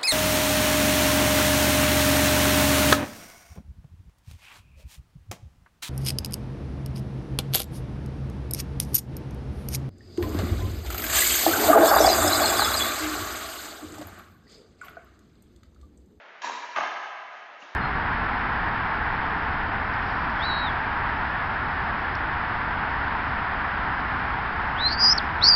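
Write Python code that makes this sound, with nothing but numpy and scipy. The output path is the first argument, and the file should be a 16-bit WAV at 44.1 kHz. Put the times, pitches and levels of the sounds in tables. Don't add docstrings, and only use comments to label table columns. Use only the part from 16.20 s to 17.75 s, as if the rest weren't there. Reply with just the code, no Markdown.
import sys
import numpy as np
from scipy import signal
from scipy.fft import rfft, irfft
from scipy.io import wavfile

SR = 44100
rng = np.random.default_rng(int(sys.argv[2]) if len(sys.argv) > 2 else 0)


def put_to_file(sound):
    columns = np.atleast_2d(sound).T
    safe = np.clip(columns, -1, 1)
    whole_steps = np.round(safe * 32767)
    wavfile.write(sys.argv[1], SR, whole_steps.astype(np.int16))


N = 68355


def amp(db):
    return 10 ** (np.asarray(db) / 20)


def unit(x):
    return x / np.sqrt(np.sum(x ** 2) + 1e-20)


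def curve_at(points, hz):
    freq_hz, value = np.transpose(points)
    return np.interp(np.log(hz + 1), np.log(freq_hz + 1), value)


def cut(x, hz, side, order):
    return signal.sosfilt(signal.butter(order, hz, side, fs=SR, output="sos"), x)


def add(mix, start_s, sound):
    part = mix[round(start_s * SR):][:len(sound)]
    part += sound[:len(part)]


def in_court(start_s, gain_db, sound, space):
    out = np.zeros(N)
    add(out, start_s, amp(gain_db) * signal.fftconvolve(sound, space))
    return out


def click(spectrum, size=4096):
    log_gain = np.log(amp(curve_at(spectrum, abs(np.fft.fftfreq(size, 1 / SR)))))
    minimum_phase = np.exp(np.conj(signal.hilbert(log_gain)))
    return unit(np.fft.ifft(minimum_phase).real[:size // 2])


def ring(modes, size=2048):
    t = np.arange(size) / SR
    return unit(sum(amp(db) * unit(amp(-60 * t / t60_s) * np.sin(2 * np.pi * hz * t))
                    for hz, db, t60_s in modes))


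def spatter(decay_s, spray_db, size=1024):
    spray = rng.standard_normal(size) * np.exp(-np.arange(size) / SR / decay_s)
    return signal.unit_impulse(size) + amp(spray_db) * unit(spray)


# freq_hz, relative_db
FAN_SPECTRUM = [(65, -55), (110, -22.5), (301, -14), (371, -8), (544, -5), (594, 0), (1110, -4), (1470, 0),
                (2150, -3), (2340, -4.5), (7000, -33.5), (9100, -69), (15400, -120)]
def fans(level_db=-48.5):
    tone = amp(curve_at(FAN_SPECTRUM, np.fft.rfftfreq(N, 1 / SR)))
    rush = irfft(rfft(rng.standard_normal(N)) * tone, N)
    return amp(level_db) * np.sqrt(N) * unit(rush)


# freq_hz, relative_db
PALM_SPECTRUM = [(200, -6.5), (300, 6), (420, -3), (560, 1), (750, -9.5), (1300, 6), (1900, -3),
                 (2300, -0.5), (3000, -5), (3800, -0.5), (4800, -6), (5700, -9), (7000, -7.5), (9000, -6)]
# pitch_hz, relative_db, t60_s
SERVE_MODES = [(977, 5.5, 0.031), (1673, -4.5, 0.056)]
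# delay_s, gain_db, low_cut_hz, high_cut_hz
SERVE_PATHS = [(0, 1, 1580, 5960), (.0135, -2, 1390, 3000), (.0255, 1, 750, 5900), (.030, -9.5, 750, 6000),
               (.038, -0.5, 1380, 6200), (.051, -7, 587, 4950), (.0625, -8, 500, 5000),
               (.077, 4.5, 700, 1300), (.101, -4, 240, 5010), (.223, -6, 700, 1290)]
def hand_slap(start_s=0.2185):
    fingers = spatter(decay_s=0.011, spray_db=8)
    crack = unit(np.convolve(click(PALM_SPECTRUM), fingers))
    echoes = reflections(SERVE_PATHS, scatter_db=-7)
    crack_space = echoes + far_echo() + amp(10.5) * hall(build_s=0.0088)
    ring_space = echoes + amp(4.5) * hall(build_s=0.012)
    slap = in_court(start_s, -8, crack, crack_space)
    slap += in_court(start_s, -4.5, ring(SERVE_MODES), ring_space)
    return cut(slap, 213, "high", order=14)


def reflections(paths, scatter_db):
    out = np.zeros(N)
    for delay_s, gain_db, low_cut_hz, high_cut_hz in paths:
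        arrival = unit(spatter(decay_s=0.0042, spray_db=scatter_db))
        arrival = cut(arrival, low_cut_hz, "high", order=2)
        add(out, delay_s, amp(gain_db) * cut(arrival, high_cut_hz, "low", order=2))
    return out


# freq_hz, t60_s
HALL_DECAY = [(150, 0.59), (350, 0.99), (700, 2.06), (1300, 2.13), (2700, 1.91), (4500, 1.52), (7000, 0.99)]
def hall(build_s, spread=0.17, size=2048):
    hz, t, tones = signal.stft(rng.choice([-1., 1.], N), SR, nperseg=size)
    unevenness = np.exp(spread * np.clip(rng.standard_normal(len(hz)), -2, 2))
    t60_s = curve_at(HALL_DECAY, hz) * unevenness
    tail = signal.istft(tones * amp(-60 * t / t60_s[:, None]), SR, nperseg=size)[1][:N]
    swell = (1 - np.exp(-np.arange(N) / SR / build_s)) ** 2
    return unit(tail * swell)


def far_echo(delay_s=0.25, length_s=0.09):
    t = np.arange(0, length_s, 1 / SR)
    swell = rng.standard_normal(N)[:len(t)] * np.sin(np.pi * t / length_s)
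    out = np.zeros(N)
    add(out, delay_s, amp(-6.5) * unit(swell))
    return cut(cut(out, 1020, "high", order=2), 4950, "low", order=4)


# pitch_hz, relative_db, t60_s
POP_MODES = [(812, -18.5, 0.019), (912, -4.5, 0.04), (1045, 5, 0.025), (1264, 4.5, 0.035),
             (1638, -1.5, 0.023), (1924, -6.5, 0.072), (2710, -8.5, 0.013)]
# freq_hz, relative_db
POP_SPECTRUM = [(80, -38.5), (125, -14), (170, -9), (330, 0), (470, -0.5), (620, 6), (1400, 9.5),
                (2400, 2.5), (3600, -7), (5000, -13.5), (5700, -10), (6700, -8), (7400, -43), (9000, -56.5)]
def ball_pop(contact_s=0.002115, release=0.4):
    press = ring(POP_MODES) + amp(1.5) * click(POP_SPECTRUM)
    pop = press.copy()
    add(pop, contact_s, -release * press)
    return unit(pop)


# delay_s, gain_db, low_cut_hz, high_cut_hz
FRONT_WALL_PATHS = [(0, -10, 1500, 2500), (.008, 4.5, 1850, 2200), (.018, 1.5, 1500, 2200),
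                    (.0225, 3.5, 500, 950), (.031, 1.5, 482, 1300), (.055, 1, 807, 1170),
                    (.068, -9.5, 713, 1500), (.083, -4, 400, 2200), (.092, -7.5, 895, 3200),
                    (.108, -4, 400, 1800), (.215, -10, 395, 2010)]
def wall_hit(start_s=0.554, gain_db=1.5):
    echoes = reflections(FRONT_WALL_PATHS, scatter_db=-1.5)
    space = echoes + far_echo() + amp(6) * hall(build_s=0.0051)
    return in_court(start_s, gain_db, ball_pop(), space)


# start_s, length_s, level_db
SOLE_SCUFFS = [(0.785, 0.04, -27.5), (1.118, 0.083, -41), (1.381, 0.032, -22)]
def scuffs():
    out = np.zeros(N)
    for start_s, length_s, level_db in SOLE_SCUFFS:
        t = np.arange(0, length_s, 1 / SR)
        rub = rng.standard_normal(N)[:len(t)] * np.sin(np.pi * t / length_s)
        rub = cut(cut(rub, 2150, "high", order=2), 5470, "low", order=1)
        out += in_court(start_s, level_db, unit(rub), hall(build_s=0.003))
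    return out


# start_s, length_s, pitch_hz, level_db
SOLE_SQUEAKS = [(.952, 0.044, 2100, -46.5), (1.07, 0.028, 1990, -43.5), (1.415, 0.018, 2770, -44)]
def squeaks(jitter_hz=170):
    out = np.zeros(N)
    for start_s, length_s, pitch_hz, level_db in SOLE_SQUEAKS:
        t = np.arange(0, length_s, 1 / SR)
        slip = cut(rng.standard_normal(N), jitter_hz, "low", order=2)
        hz = pitch_hz + jitter_hz * slip[:len(t)] / slip.std()
        chirp = np.sin(2 * np.pi * np.cumsum(hz) / SR)
        add(out, start_s, amp(level_db) * np.sin(np.pi * t / length_s) * chirp)
    return out


def floor_bounce(start_s=1.1, gain_db=-19):
    thin_pop = cut(ball_pop(), 980, "high", order=3)
    return in_court(start_s, gain_db, thin_pop, amp(6.5) * hall(build_s=0.014))


# freq_hz, relative_db
SOLE_SPECTRUM = [(90, -28.5), (200, -11), (290, 8), (420, -7), (600, 6.5), (1000, 7.5), (2000, -13),
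                 (3500, -2), (5000, -17), (7000, -30), (9000, -39)]
# pitch_hz, relative_db, t60_s
HEEL_MODES = [(273.6, 0, 0.044)]
def footstep(start_s=1.424):
    step = in_court(start_s, -19.5, click(SOLE_SPECTRUM), amp(4.5) * hall(build_s=0.0016))
    tick = cut(spatter(decay_s=0.006, spray_db=6), 3500, "high", order=2)
    add(step, start_s, amp(-29.5) * ring(HEEL_MODES))
    add(step, start_s, amp(-31) * unit(tick))
    return step


def scene():
    ball = hand_slap() + wall_hit() + floor_bounce()
    footwork = footstep() + squeaks() + scuffs()
    return (ball + footwork + fans())[None]


def record(dry, low_cut_hz=148, high_cut_hz=7080, band_limit_hz=8969):
    thin = cut(dry, low_cut_hz, "high", order=6)
    dull = signal.sosfilt(signal.cheby1(10, .5, high_cut_hz, fs=SR, output="sos"), thin)
    band_limit = signal.firwin(511, band_limit_hz, window=("kaiser", 9), fs=SR)
    return signal.oaconvolve(dull, band_limit[None], "same")


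dry = scene()
out = record(dry)
put_to_file(out)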